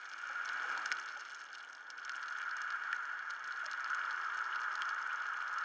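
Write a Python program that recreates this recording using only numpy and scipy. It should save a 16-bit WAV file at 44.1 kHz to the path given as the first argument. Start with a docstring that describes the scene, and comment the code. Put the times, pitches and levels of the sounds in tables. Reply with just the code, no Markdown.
"""Under water over a coral reef, heard from inside a camera's waterproof case.
Random clicks, shaped by the case, make bubbles that fizz and ring near 1.5 kHz and a fin that churns past.
Single bubbles, large and small, gulp or chirp as fading tones that rise in pitch; others pop as short knocks.
Snapping shrimp crackle all around, each snap a resonant click with scattered echoes.
A faint far tone, a gliding sine, rises and falls."""
import sys
import numpy as np
from scipy import signal
from scipy.fft import rfft, irfft
from scipy.io import wavfile

SR = 44100
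rng = np.random.default_rng(int(sys.argv[2]) if len(sys.argv) > 2 else 0)


def persist_wave(psi):
    """Save psi, clipped to +-1, as 16-bit WAV."""
    counts = np.round(np.clip(psi, -1, 1) * 32767).astype(np.int16)
    wavfile.write(sys.argv[1], SR, np.atleast_2d(counts).T)


N = 248724
TIME = np.arange(N) / SR  # seconds

# How strong a shrimp's snap is at each pitch. Each row: frequency in Hz, relative level in dB.
SHRIMP_SPECTRUM = [(200, -41.5), (1200, -5.5), (2500, 6), (4000, 0), (6600, -4), (7300, -14), (8500, -14.5),
                   (9400, -29.5), (11000, -25.5), (12500, -49), (16000, -53.5)]

# Larger bubbles, relative to the fizz; they grow louder once, over a ramp centred on COARSE_AT_S.
BURBLE_DB, COARSE_DB, COARSE_AT_S, COARSE_OVER_S = -9.5, 6, 3.85, 0.52
# One fin stroke: its wake builds, peaks and dies away, driving churn, larger bubbles and spray.
FIN_AT_S, FIN_BUILD_S, FIN_FADE_S = 0.75, 0.22, 0.23
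FIN_CHURN_DB, FIN_BURBLE_DB, FIN_SPRAY_DB = -53, -49.5, -53.5
SPRAY_LEAD_S, SPRAY_BUILD_S, SPRAY_FADE_S = 0.078, 0.54, 0.41
SEA_CHURN_DB = -65  # steady stirring of the open water
LUMP_PER_S, LUMP_DB = 11, 2  # eddies per second in the wake, and their typical scatter in level
STRAY_PER_S, STRAY_DB, STRAY_SCATTER_DB = 8, -42, 1.5  # shrimp at middle distance; peak level
SWING_AT_S, SWING_BUILD_S, SWING_FADE_S, SWING_DB = 3.65, 0.03, 0.11, -82
# Far tone: pitch and level at its top, and how far both have dropped TONE_HALF_S to either side.
TONE_AT_S, TONE_HALF_S = 4.45, 0.4
TONE_HZ, TONE_SAG_HZ, TONE_DB, TONE_FADE_DB = 385, 32.06, -75, 3
TOP_HZ = 15500  # nearly all sound above this is cut


def water():
    """Thousands of bubbles a second merge into a fizz; the fin's wake churns underneath in lumps."""
    # Spectra of small bubbles, larger bubbles and stirred water.
    # Each row: frequency in Hz, relative level in dB.
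    fizz_spectrum = [(100, -53), (500, -42.5), (900, -21.5), (1150, -13), (1350, -2.5), (1480, 2.5),
                     (1680, -2), (1900, -13.5), (2300, -24), (3200, -28.5), (4000, -35.5), (7000, -42.5),
                     (12000, -91.5)]
    burble_spectrum = [(100, -54), (400, -23.5), (740, -16.5), (860, -5.5), (1170, 1), (1270, 9.5),
                       (1400, 4.5), (1650, -12.5), (2500, -37), (8000, -63)]
    churn_spectrum = [(25, -54), (60, -31), (100, -22), (150, -10), (340, 0.5), (600, 4), (900, 11.5),
                      (1500, -3), (3000, -19), (6000, -22), (12000, -46.5)]
    # Level of the fizz as bubble clouds drift by. Each row: time in seconds, level in dB.
    cloud = [(0, -50.5), (.3, -44), (.5, -40), (.78, -40.5), (1.4, -50), (1.88, -52.5), (2.12, -44.5),
             (2.6, -41), (2.87, -40.5), (3.35, -44), (3.85, -39.5), (4.4, -40.5), (4.85, -40.5),
             (5.4, -41.5), (5.63, -40.5)]

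    cloud_db, = curves(cloud)
    wake = swell(FIN_AT_S, FIN_BUILD_S, FIN_FADE_S)
    coarse = np.clip(0.5 + (TIME - COARSE_AT_S) / COARSE_OVER_S, 0, 1)

    fizz = unit(through_case(clicks(per_s=3000, spread_db=2.5, ceiling_db=14), fizz_spectrum))
    burble = unit(through_case(clicks(per_s=2000, spread_db=4.5, ceiling_db=10), burble_spectrum))
    churn = unit(through_case(clicks(per_s=1400, spread_db=1.5, ceiling_db=7), churn_spectrum))

    # Independent causes of one sound add by power, hence hypot.
    cloud_burble = undb(cloud_db + BURBLE_DB + COARSE_DB * coarse)
    burble_gain = np.hypot(cloud_burble, wake * undb(FIN_BURBLE_DB))
    churn_gain = np.hypot(undb(SEA_CHURN_DB), wake * lumps() * undb(FIN_CHURN_DB))
    return fizz * undb(cloud_db) + burble * burble_gain + churn * churn_gain


def lumps():
    """The wake sheds eddies, so its churn has a gain that wanders from eddy to eddy."""
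    steps = rng.standard_normal(400)
    return undb(LUMP_DB * np.interp(TIME * LUMP_PER_S, np.arange(len(steps)), steps))


def spray():
    """The passing fin whips up the finest bubbles, which sizzle and peak just ahead of its wake."""
    # Each row: frequency in Hz, relative level in dB.
    spectrum = [(1000, -17), (2300, 9.0), (3200, -1.5), (4200, -7.5),
                (6500, -10.0), (7300, -16.5), (8500, -25), (12000, -55.5)]
    gain = undb(FIN_SPRAY_DB) * swell(FIN_AT_S - SPRAY_LEAD_S, SPRAY_BUILD_S, SPRAY_FADE_S)
    sizzle = clicks(per_s=2300, spread_db=7, ceiling_db=18.5)
    return unit(through_case(sizzle, spectrum)) * gain


def gulps(cycles=9, rise=0.034, size=6000):
    """A single bubble, large or small, gulps or chirps for some cycles, rising in pitch as it goes up."""
    # Each row: start in seconds, level before fading in dB, starting pitch in Hz.
    bubbles = [(0.295, -45.5, 807), (0.3, -55, 518), (0.645, -40.5, 802), (0.65, -52, 478),
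               (0.77, -38, 906), (0.779, -61, 304), (1.164, -45, 822), (1.17, -55.5, 560),
               (1.574, -39, 1450), (2.928, -27, 1744), (3.635, -52.5, 645), (3.66, -50.5, 587),
               (3.931, -22.5, 1420), (4.527, -37.5, 2870), (4.82, -32.5, 3100), (5.1, -42, 2320),
               (5.109, -41, 2800)]
    out = np.zeros(N)
    for s, db, hz in bubbles:
        turns = hz * np.arange(size) / SR
        age = turns / cycles
        envelope = (1 - np.exp(-turns)) * np.exp(-age)
        ring = np.sin(2 * np.pi * turns * (1 + rise * age / 2))
        add(out, s, undb(db) * envelope * ring)
    return out


def pops():
    """A bubble bursting on the case knocks its low resonances."""
    # Bursting bubbles. Each row: start in seconds, peak level in dB, centre frequency in Hz.
    bursts = [(0.860, -28.5, 2880), (0.917, -20, 2010), (1.903, -44, 2400), (2.0951, -27, 2360),
              (2.417, -35.5, 2700), (2.929, -23.5, 1840), (3.309, -33, 2840), (4.39, -35, 2700),
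              (4.82, -25.5, 2110)]
    # Spectrum of a burst. Each row: frequency in Hz, relative level in dB.
    burst_spectrum = [(200, -7.5), (1000, -9.5), (1500, 13), (2200, -7.5), (6500, -3.5), (9000, -9.5),
                      (15000, -31.5)]
    out = np.zeros(N)
    for s, db, hz in bursts:
        knock = echoed(echo_db=-9, decay_s=0.004)
        for _ in range(2):
            knock = resonate(knock, hz, q=0.96)
        pop = through_case(knock, burst_spectrum)
        add(out, s, pop / np.abs(pop).max() * undb(db))
    return out


def near_shrimp():
    """The nearest shrimp snap one by one."""
    # Each row: start in seconds, peak level in dB, centre frequency in Hz.
    nearest = [(0.136, -37, 5100), (0.456, -37, 5500), (0.4904, -31, 4180), (0.7768, -31, 5200),
               (0.8587, -29, 5800), (0.9236, -25.5, 4800), (0.9698, -36.5, 4350), (0.9986, -37.5, 6540),
               (1.0875, -36.5, 4600), (1.207, -42, 6240), (1.347, -36.5, 6000), (1.551, -37, 4370),
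               (1.903, -33.5, 5340), (2.0505, -34.5, 6040), (2.229, -36.5, 4730), (2.2827, -35.5, 4030),
               (2.568, -36.5, 6580), (2.6182, -33.5, 6260), (2.7044, -34, 4750), (3.3056, -35, 4900),
               (3.4422, -39.5, 5400), (3.5235, -37.5, 4300), (3.6623, -31.5, 5370), (3.714, -32.5, 5700),
               (3.7324, -33.5, 4410), (3.844, -34.5, 4960), (3.902, -38.5, 6350), (3.9477, -34, 6760),
               (4.109, -35.5, 4280), (4.559, -34, 4330), (4.7549, -32, 5130), (4.8915, -34, 4830),
               (5.585, -34.5, 5500)]
    out = np.zeros(N)
    for s, db, hz in nearest:
        add(out, s, snap(db, hz))
    return out


def snap(db, hz):
    """A claw collapses a cavity: one crack with a few milliseconds of echo."""
    crack = resonate(echoed(echo_db=-4, decay_s=0.0035), hz, q=2.8)
    crack = through_case(crack, SHRIMP_SPECTRUM)
    return crack / np.abs(crack).max() * undb(db)


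def stray_shrimp(low_hz=4300, high_hz=7000):
    """Shrimp a little further off snap at random moments, each with its own colour."""
    out = np.zeros(N)
    for slot in range(int(STRAY_PER_S * N / SR)):  # one snap somewhere in each slot of time
        when, nearness, colour = rng.random(3)
        db = STRAY_DB + STRAY_SCATTER_DB * (2 * nearness - 1)
        hz = low_hz + colour * (high_hz - low_hz)
        add(out, (slot + when) / STRAY_PER_S, snap(db, hz))
    return out


def far_shrimp(count=24):
    """Colonies all over the reef crackle, each with its own path and colour."""
    # Level of the whole crackle. Each row: time in seconds, level in dB.
    crackle = [(0, -61), (1.35, -59.5), (1.75, -66.5), (2.3, -61.5), (3.2, -68.5), (3.9, -62), (4.5, -61.5),
               (4.9, -62), (5.6, -62.5)]
    level_db, = curves(crackle)
    reef = np.zeros(N)
    for hz in np.geomspace(2800, 8000, count):
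        colony = clicks(per_s=40, spread_db=6, ceiling_db=24)
        path = echoed(echo_db=-6, decay_s=0.004)
        reef += signal.oaconvolve(resonate(colony, hz, q=3.2), path)[:N]
    return unit(through_case(reef, SHRIMP_SPECTRUM)) * undb(level_db)


def swing():
    """Water rumbles briefly over the case as it is swung round."""
    # Each row: frequency in Hz, relative level in dB.
    spectrum = [(25, -18.5), (70, -8), (150, -3.5), (400, -10.5), (1500, -54.0)]
    rumble = unit(through_case(rng.standard_normal(N), spectrum))
    return rumble * undb(SWING_DB) * swell(SWING_AT_S, SWING_BUILD_S, SWING_FADE_S)


def far_tone():
    """A faint, nearly pure tone arches slowly in pitch and level through the water."""
    arch = ((TIME - TONE_AT_S) / TONE_HALF_S) ** 2
    hz = TONE_HZ - TONE_SAG_HZ * np.minimum(arch, 2)
    gain = undb(TONE_DB - TONE_FADE_DB * arch ** 2)
    return gain * np.sqrt(2) * np.sin(2 * np.pi * np.cumsum(hz) / SR)  # sqrt(2): a sine of rms 1


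def clicks(per_s, spread_db, ceiling_db):
    """Random impulses: most are far and small, a few near and large."""
    chance = rng.random(N)
    size = rng.exponential(size=N)
    sign = rng.choice([-1, 1], N)
    return (chance < per_s / SR) * sign * undb(np.minimum(spread_db * size, ceiling_db))


def echoed(echo_db, decay_s, size=2048):
    """A sharp impulse, a near reflection that colours it, then scattered returns from surface and coral."""
    t = np.arange(size) / SR
    returns = rng.standard_normal(size) ** 3 * np.exp(-t / decay_s)  # cubing makes a few stand out
    path = (t == 0) + undb(echo_db) * returns / np.linalg.norm(returns)
    path[rng.integers(4, 30)] += rng.uniform(-0.6, 0.6)  # the near reflection
    return path


def through_case(x, spectrum, size=4096):
    """Give x a source's spectrum and the ringing of the case, which only ever follows the sound."""
    # Resonances and dead spots of the case. 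Each row: centre in Hz, width in Hz, boost or cut in dB.
    case = [(1450, 163, 4.5), (1552, 110, -5.5), (1634, 54, 3.5), (2047, 58, -12), (2254, 296, 6.5),
            (2610, 91, -9), (2857, 182, 7), (3240, 220, 4), (3790, 140, -5), (4370, 110, 5.5),
            (4770, 190, -4), (5325, 500, 5.5), (5790, 300, -6), (6330, 860, 5), (9800, 250, -4)]
    f = np.linspace(0, SR / 2, size // 2 + 1)
    hz, db = np.transpose(spectrum)
    db = np.interp(np.log(f + 1), np.log(hz), db)
    for centre, width, gain in case:
        db = db + gain * np.exp(-2 * ((f - centre) / width) ** 2)
    # Folding the cepstrum (the spectrum of the log spectrum) forward leaves no ringing before the sound.
    cepstrum = irfft(np.log(undb(db)))
    cepstrum[1:size // 2] *= 2
    cepstrum[size // 2 + 1:] = 0
    ringing = irfft(np.exp(rfft(cepstrum)))
    return signal.fftconvolve(x, ringing)[:len(x)]


def resonate(x, hz, q):
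    """One broad resonance, which favours the pitches around hz."""
    b, a = signal.iirpeak(min(hz, SR / 4), max(q, 0.5), fs=SR)
    return signal.lfilter(b, a, x)


def swell(at_s, build_s, fade_s):
    """A gain that grows exponentially to 1 and dies away again."""
    return np.exp(-np.maximum((at_s - TIME) / build_s, (TIME - at_s) / fade_s))


def undb(db):
    """Decibels to gain."""
    return 10 ** (np.asarray(db) / 20)


def unit(x):
    """Scale to rms 1."""
    return x / np.sqrt(np.mean(x ** 2))


def curves(table):
    """Each column of a table of timed rows, sample by sample."""
    s, *columns = np.transpose(table)
    return [np.interp(TIME, s, c) for c in columns]


def add(out, s, x):
    """Mix x into out from time s on."""
    i = max(int(s * SR), 0)
    out[i:i + len(x)] += x[:N - i]


def scene():
    """All sources meet at the one microphone in the case."""
    bubbles = water() + spray() + gulps() + pops()
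    shrimp = near_shrimp() + stray_shrimp() + far_shrimp()
    return (bubbles + shrimp + swing() + far_tone())[None]


def record(dry):
    """The camera thins the deep bass and cuts the top."""
    bass_cut = signal.butter(1, 90, "high", fs=SR, output="sos")
    top_cut = signal.ellip(8, 0.2, 70, TOP_HZ, fs=SR, output="sos")  # ripple 0.2 dB, cut 70 dB
    thinned = signal.sosfilt(bass_cut, dry)
    return signal.sosfilt(top_cut, thinned)


dry = scene()
out = record(dry)
persist_wave(out)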